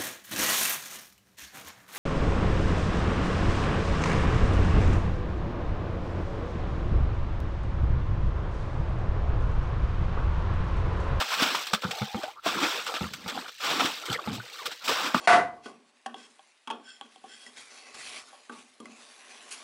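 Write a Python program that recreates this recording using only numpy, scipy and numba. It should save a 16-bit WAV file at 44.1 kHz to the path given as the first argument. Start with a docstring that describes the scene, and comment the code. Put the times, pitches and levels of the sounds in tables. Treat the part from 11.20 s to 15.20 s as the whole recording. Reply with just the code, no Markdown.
"""A bucketful of water splashes onto a weedy pond, the first of four bailed from a flooded wooden boat.
Each pour falls as dense spray and small bubbles, with heavier lumps of water slapping the surface.
Between pours the plastic bucket knocks, dips, churns and gulps air, and water sloshes and drips back.
Heard outdoors on one microphone, with faint open air behind and brief reflections from close by."""
import sys
import numpy as np
from scipy import signal
from scipy.fft import rfft, irfft
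from scipy.io import wavfile
from scipy.ndimage import uniform_filter1d
from numba import njit

SR = 44100
rng = np.random.default_rng(int(sys.argv[2]) if len(sys.argv) > 2 else 0)


def pcm_store(signal):
    """Save signal as 16-bit PCM."""
    levels = np.round(np.clip(np.atleast_2d(signal), -1, 1) * 32767)
    wavfile.write(sys.argv[1], SR, levels.astype(np.int16).T)


N = 176400
T = np.arange(N) / SR
BUBBLE_GLIDE = 0.038  # pitch rise per decay time, as a share of the starting pitch

# Spectrum of spray landing on the pond. Each row: frequency in Hz, relative level in dB.
SPRAY_SPECTRUM = [(100, -29), (300, -20.5), (500, -4), (1100, 1), (1380, 4), (1900, -4.5), (2550, 0.5),
                  (3000, -2), (3500, 1), (4300, -6), (5600, -6), (6400, -14.5), (7900, -12), (9200, -21.5),
                  (11400, -24), (13000, -19), (15800, -19)]
# Spectrum of the low body of plunging water. 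Each row: frequency in Hz, relative level in dB.
BODY_SPECTRUM = [(60, -33.5), (150, -7), (270, 5), (420, -1.5), (650, -12.5), (1200, 5.5), (3000, -80)]


def amp(db):
    """Decibels to gain."""
    return 10 ** (np.asarray(db) / 20)


def unit(x):
    """Scales to rms 1."""
    return x / np.sqrt(np.mean(x ** 2) + 1e-20)


def add(mix, start_s, sound):
    """Mixes a sound in at a time."""
    part = mix[max(round(start_s * SR), 0):][:len(sound)]
    part += sound[:len(part)]


def level(curve, column=1):
    """Gain along a curve of seconds and dB, dying at 500 dB a second outside it."""
    times, db = np.transpose(curve)[[0, column]]
    outside_s = np.maximum(np.maximum(times[0] - T, T - times[-1]), 0)
    return amp(np.interp(T, times, db) - 500 * outside_s)


def colour(x, spectrum, tilt_db=0):
    """Causal filter with the given spectrum, tilted per octave; the result has rms 1."""
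    size = 4096
    octave = np.log2(np.fft.rfftfreq(size, 1 / SR) + 1)
    hz, db = np.transpose(spectrum)
    cepstrum = irfft(np.log(amp(np.interp(octave, np.log2(hz), db) + tilt_db * octave)))
    cepstrum[1:size // 2] *= 2  # minimum phase keeps attacks sharp
    cepstrum[size // 2 + 1:] = 0
    impulse = irfft(np.exp(rfft(cepstrum)))
    return unit(signal.oaconvolve(x, impulse)[:len(x)])


@njit
def ring_all(size, rows, glide):
    """Sums small rising bubbles. Each row: start in samples, radians per sample, gain, decay in samples."""
    out = np.zeros(size)
    for start, step, gain, decay in rows:
        for i in range(min(int(5 * decay), size - int(start))):
            envelope = gain * np.exp(-i / decay) * min(i * step / 5, 1.)
            out[int(start) + i] += envelope * np.sin(step * i * (1 + glide * i / decay / 2))
    return out


def fizz(per_s, spread_db, cycles, low_hz, high_hz):
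    """A cloud of bubbles, each ringing with its own pitch, strength and decay."""
    onset, pitch, size, life = rng.random((50000, 4))[:int(per_s * N / SR)].T
    hz = (np.sqrt(low_hz) + pitch * (np.sqrt(high_hz) - np.sqrt(low_hz))) ** 2
    decay = np.minimum(cycles / hz, .012) * (.5 + life) * SR
    gain = amp(spread_db * np.minimum(-np.log(1 - size), 3.5)) * np.sqrt(np.sqrt(hz) / decay)
    rows = np.column_stack([onset * N, 2 * np.pi * hz / SR, gain, decay])
    return unit(ring_all(N, rows, BUBBLE_GLIDE))


def spatter(per_s, spread_db, burst_s):
    """Drops of unequal size burst on water at random, each a short spit of noise."""
    t = np.arange(SR // 20) / SR
    chance, size, _ = rng.random((3, N))
    impacts = (chance < per_s / SR) * amp(spread_db * np.minimum(-np.log(size + 1e-9), 3.5))
    power = abs(signal.oaconvolve(impacts ** 2, np.exp(-2 * t / burst_s))[:N])
    return unit(np.sqrt(power) * rng.standard_normal(N))


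def patchy(x, depth_db, span_hz=480, span_s=.019, smooth_above_hz=4500):
    """Drops land in clusters, so narrow bands flare briefly at random; the treble stays smoother."""
    frame, hop = 512, 128
    bands = signal.stft(x, nperseg=frame, noverlap=frame - hop)[2]
    across = np.fft.fftfreq(bands.shape[0], SR / frame)[:, None]
    along = np.fft.fftfreq(bands.shape[1], hop / SR)
    blur = np.exp(-(across * span_hz) ** 2 - (along * span_s) ** 2)
    flare = unit(np.fft.ifft2(np.fft.fft2(rng.standard_normal(bands.shape)) * blur).real)
    flare /= np.hypot(1, np.linspace(0, SR / 2, len(bands)) / smooth_above_hz)[:, None]
    return unit(signal.istft(bands * amp(depth_db * flare), nperseg=frame, noverlap=frame - hop)[1][:N])


def open_air():
    """A faint, steady hush lies behind everything, strongest in the bass."""
    return amp(-73) * colour(rng.standard_normal(N), [(20, -11.5), (15800, -34)])


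def reflections(x, decay_s=.011):
    """Nearby surfaces send a brief, faint scatter back to the microphone."""
    t = np.arange(SR // 6) / SR
    taps = rng.standard_normal(len(t)) * (rng.random(len(t)) < .05) * np.exp(-t / decay_s) * (t > .003)
    return amp(-18) * signal.oaconvolve(x, taps / np.linalg.norm(taps))[:N]


def drips():
    """Runoff trickles thickly over leaves and into the water."""
    # Flow of the trickle. Each row: time in seconds, level in dB.
    flow = [(0.0, -41), (0.43, -37.5), (0.6, -50), (0.8, -40.5), (1.11, -51), (1.17, -67), (1.6, -41),
            (2.0, -49), (2.35, -50), (2.75, -39.5), (3.0, -57.5), (3.4, -44), (4.0, -57)]
    # Spectrum of the patter. Each row: frequency in Hz, relative level in dB.
    spectrum = [(600, -38), (1400, 2.5), (3800, 6), (5500, 1), (8000, -2), (11400, -16.5), (14000, -4.5),
                (15800, -11)]
    plinks = fizz(per_s=2500, spread_db=2, cycles=6, low_hz=1500, high_hz=6000)
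    drops = spatter(per_s=800, spread_db=3.6, burst_s=.003) + amp(-5) * plinks
    return colour(patchy(drops, depth_db=3.6), spectrum) * level(flow)


def slosh():
    """Small waves fold over, crackling and trapping a few bubbles."""
    # Water washing round the bucket and the boat. Each row: time in seconds, level in dB.
    swell = [(0.5, -40.5), (0.612, -53.5), (0.645, -37), (0.695, -42.5), (0.79, -40.5), (0.925, -57),
             (0.97, -45.5), (1.06, -44.5), (1.21, -69), (1.62, -79), (1.69, -37), (1.795, -43),
             (1.84, -36.5), (1.91, -53), (2.05, -52.5), (2.1, -39.5), (2.19, -36.5), (2.27, -46.5),
             (2.4, -78), (2.8, -48.5), (2.93, -28.5), (2.975, -44), (3.05, -41), (3.14, -39.5),
             (3.22, -48.5), (3.41, -49.5), (3.5, -43.5), (3.57, -55)]
    # Spectrum of the wash. Each row: frequency in Hz, relative level in dB.
    spectrum = [(60, -22), (200, -14.5), (480, 2.5), (640, -2.5), (800, 0), (1000, 0), (1320, 4.5),
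                (1750, -7.5), (3600, -3.5), (5200, -8.5), (6700, -10), (8000, -5.5), (9400, -19.5),
                (11500, -20.5), (13600, -12), (15800, -32)]
    bubbles = fizz(per_s=900, spread_db=3, cycles=5, low_hz=250, high_hz=5000)
    water = bubbles + spatter(per_s=700, spread_db=3, burst_s=.006)
    return colour(patchy(water, depth_db=3.6), spectrum) * level(swell)


def churning(rise_s=0.0031, fade_s=.025):
    """Big bubbles tumble as water rushes into the bucket."""
    # The bucket ploughing under. Each row: start in seconds, hold in seconds, level in dB.
    dips = [(0.646, 0.032, -38), (1.813, 0.037, -36), (1.91, 0.16, -52.5), (2.896, 0.016, -35.5),
            (3.061, 0.1, -37.5)]
    # Spectrum of the low tumble. Each row: frequency in Hz, relative level in dB.
    spectrum = [(20, -92), (75, -4.5), (120, -7.5), (210, -3.5), (380, -20), (1500, -56), (4000, -77)]
    tumble = colour(fizz(per_s=900, spread_db=2.5, cycles=5.3, low_hz=40, high_hz=1200), spectrum)
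    envelope = np.zeros(N)
    for start_s, hold_s, db in dips:
        t = T - start_s
        envelope += amp(db) * np.clip(t / rise_s, 0, 1) * np.exp(-np.maximum(t - hold_s, 0) / fade_s)
    return tumble * envelope


def hollows(q=6.4, flutter_db=2.5, flutter_s=.02):
    """Splashing rings the air in the bucket or under a fold of water."""
    # Hollows whose note glides as they open or close.
    # Each row: start in seconds, length in seconds, first and last pitch in Hz, level in dB.
    cavities = [(0.633, 0.033, 1300, 1280, -34), (0.68, 0.44, 784, 800, -45),
                (0.965, 0.038, 274, 346, -40.5), (1.157, 0.043, 1040, 1330, -47),
                (1.3, 0.21, 340, 342, -44), (1.532, 0.076, 375, 520, -44.5), (2.108, 0.11, 253, 252, -45),
                (2.165, 0.036, 684, 950, -46), (2.939, .028, 2200, 1980, -34),
                (2.981, 0.021, 1030, 1280, -35), (3.386, 0.055, 1270, 850, -44.5),
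                (3.457, 0.034, 566, 447, -43.5), (3.69, 0.037, 440, 445, -34),
                (3.756, 0.17, 1080, 1510, -38)]
    out = np.zeros(N)
    for start_s, length_s, start_hz, end_hz, db in cavities:
        progress = np.linspace(0, 1, int(length_s * SR))
        carrier = np.exp(2j * np.pi * np.cumsum(start_hz + (end_hz - start_hz) * progress) / SR)
        width_hz = start_hz / q + 2.5 / length_s  # short-lived hollows ring less clearly
        pole = np.exp(-np.pi * width_hz / SR)
        splash = rng.standard_normal(N)[:len(progress)]
        ring = carrier * signal.lfilter([1], [1, -2 * pole, pole * pole], splash / carrier)
        flutter = unit(uniform_filter1d(rng.standard_normal(N), int(flutter_s * SR)))[-len(progress):]
        arch = abs(np.sin(np.pi * progress)) ** 0.16
        add(out, start_s, amp(db) * unit(ring.real * amp(flutter_db * flutter) * arch))
    return out


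def gulps(rise_cycles=0.52, wobble=0.029):
    """Large air pockets gulp and smaller ones plop, rising in pitch as they near the surface."""
    # Single air pockets. Each row: start in seconds, pitch in Hz, level in dB, decay time in seconds.
    pockets = [(0.221, 262, -13, 0.0048), (0.348, 890, -14, 0.0023), (0.537, 1240, -15, 0.003),
               (3.08, 220, -30, 0.022), (0.646, 180, -19, 0.012), (0.812, 125, -18, 0.012),
               (1.036, 590, -23, 0.0077), (1.081, 776, -27.5, 0.0076), (1.261, 675, -19.5, 0.013),
               (1.428, 286, -19.5, 0.016), (2.174, 720, -26.5, 0.0063), (2.645, 252, -15.5, 0.0046),
               (3.177, 112, -30.5, 0.02), (3.201, 1416, -28.5, 0.0058), (3.946, 1190, -11, 0.0037),
               (3.947, 225, -10.5, 0.0041)]
    out = np.zeros(N)
    for start_s, hz, db, decay_s in pockets:
        t = np.arange(int(7 * decay_s * SR) + 2) / SR
        shake = unit(uniform_filter1d(rng.standard_normal(N // 4), int(SR / hz) + 1))[:len(t)]
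        turns = np.cumsum(hz * (1 + BUBBLE_GLIDE * t / decay_s + wobble * shake)) / SR
        envelope = (1 - np.exp(-(t * hz / rise_cycles) ** 2)) * np.exp(-t / decay_s)
        add(out, start_s, amp(db) * envelope * np.sin(2 * np.pi * turns))
    return out


def knocks(rattle_db=-1.5, rattle_s=0.011):
    """A hard blow and a brief rattle ring the damped wall of the bucket."""
    # The bucket knocking as it is shoved under. Each row: start in seconds, level in dB.
    blows = [(0.534, -23), (0.819, -20), (0.946, -21.5), (1.81, -24.5), (2.062, -28.5), (3.075, -22.5)]
    # Modes of its water-loaded plastic wall. Each row: pitch in Hz, level in dB, decay time in seconds.
    modes = [(209, -5.5, 0.012), (546, -6, 0.0024), (850, -5, 0.0036), (1290, -5, 0.0026),
             (2200, -8.5, 0.0013)]
    out, t = np.zeros(N), np.arange(SR // 10) / SR
    for start_s, db in blows:
        wall = sum(amp(mode_db) * np.sin(2 * np.pi * hz * rng.uniform(.94, 1.06) * t)
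                   * np.exp(-t / decay_s) for hz, mode_db, decay_s in modes)
        chatter = rng.standard_normal(len(t)) * t * np.exp(-2 * t / rattle_s)
        rattle = signal.oaconvolve(wall, chatter / np.linalg.norm(chatter))[:len(t)]
        add(out, start_s, amp(db) * (wall + amp(rattle_db) * rattle))
    return out


def slaps(rise_s=0.0027, fade_s=0.0082):
    """Each lump of water lands with a sudden dense burst that dies fast."""
    # Lumps hitting the surface.
    # Each row: start in seconds, level in dB, hold in seconds, brightness in dB per octave.
    lumps = [(0.006, -26, 0.019, -1.5), (0.221, -21, 0.012, 1), (0.347, -24.5, 0.0091, -1),
             (0.468, -31.5, 0.0052, 2.5), (0.532, -20.5, 0.0062, 1.5), (0.545, -23, 0.0038, 0),
             (0.619, -34.5, 0.004, 0.5), (0.634, -33.5, 0.016, -4), (0.708, -29, 0.0072, 1),
             (1.031, -34, 0.011, -2.5), (1.265, -31.5, 0.024, -0.5), (1.427, -25, 0.016, -2.5),
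             (1.446, -27, 0.012, -4.5), (3.127, -40.5, 0.035, 3.5), (1.663, -32, 0.02, 0),
             (1.738, -31, 0.032, -1.5), (1.934, -32.5, 0.0058, 3), (2.077, -32.5, 0.025, 0.5),
             (2.278, -40.5, 0.015, -0.5), (2.498, -26.5, 0.019, -2), (2.594, -22, 0.019, -2.5),
             (2.654, -25.5, 0.0083, 0), (2.854, -35, 0.0084, 2.5), (2.926, -28, 0.0069, 1),
             (3.455, -29.5, 0.014, 3), (3.512, -38, 0.019, 1), (3.641, -36.5, 0.029, 5.5),
             (3.676, -26.5, 0.017, 2), (3.944, -17.5, 0.0017, -3.5)]
    out, t = np.zeros(N), np.arange(SR // 8) / SR
    water = spatter(per_s=1500, spread_db=-2.5, burst_s=0.00047)
    water += fizz(per_s=9000, spread_db=2.5, cycles=6.45, low_hz=286, high_hz=9640)
    for start_s, db, hold_s, tilt_db in lumps:
        burst = water[rng.integers(N - len(t)):][:len(t)]
        envelope = np.minimum(t / rise_s, 1) * np.exp(-np.maximum(t - hold_s, 0) / fade_s)
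        spray = colour(burst, SPRAY_SPECTRUM, tilt_db)
        body = amp(-14.5 - 2 * tilt_db) * colour(burst, BODY_SPECTRUM)  # duller slaps carry more body
        add(out, start_s, amp(db) * envelope * (spray + body))
    return out


def pours():
    """The stream breaks into spray and bubbles, with a low body where it plunges deep."""
    # The falling stream, one curve per pour. Each row: time in seconds, spray and body levels in dB.
    streams = [
        [(0.0, -26.5, -72), (0.04, -37.5, -48), (0.1, -33.5, -68), (0.142, -25, -62), (0.165, -35.5, -50),
         (0.205, -24.5, -38.5), (0.32, -30.5, -42), (0.44, -39.5, -56)],
        [(1.215, -69, -87), (1.245, -39, -80), (1.265, -28.5, -29.5), (1.32, -32.5, -42.5), (1.37, -32.5, -35),
         (1.45, -28.5, -33), (1.51, -30.5, -88), (1.585, -34, -52), (1.655, -44.5, -56)],
        [(2.385, -78, -77), (2.405, -38, -86), (2.44, -29, -49), (2.51, -29, -37.5), (2.59, -31, -36),
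         (2.655, -28.5, -33.5), (2.7, -34, -42.5), (2.79, -48.5, -66)],
        [(3.63, -45.5, -63), (3.678, -36, -46), (3.695, -25, -28), (3.745, -28.5, -50), (3.81, -31, -42),
         (3.865, -28.5, -37), (3.91, -36.5, -48), (3.938, -39, -42), (3.965, -30.5, -25.5), (4.0, -35, -49)],
    ]
    bubbles = fizz(per_s=5000, spread_db=2.7, cycles=4.5, low_hz=400, high_hz=8000)
    sheet = spatter(per_s=3000, spread_db=1.5, burst_s=0.004)
    spray = colour(patchy(bubbles + amp(7) * sheet, depth_db=2.2), SPRAY_SPECTRUM)
    body = colour(fizz(per_s=3000, spread_db=6, cycles=2.06, low_hz=67, high_hz=1560), BODY_SPECTRUM)
    return sum(spray * level(curve) + body * level(curve, column=2) for curve in streams)


def scene():
    """The bailing and its reflections reach one microphone over faint open air."""
    bailing = pours() + slosh() + drips() + slaps() + knocks() + gulps() + hollows() + churning()
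    return (bailing + reflections(bailing) + open_air())[None]


def record(dry):
    """The deepest bass is cut away, and the recorder's band limit ends the treble."""
    low_cut_hz, band_limit_hz = 70, 15850
    low_cut = signal.butter(2, low_cut_hz, "high", fs=SR, output="sos")
    band_limit = signal.firwin(511, band_limit_hz, window=("kaiser", 9), fs=SR)
    return signal.oaconvolve(signal.sosfilt(low_cut, dry), band_limit[None], "same")


dry = scene()
out = record(dry)
pcm_store(out)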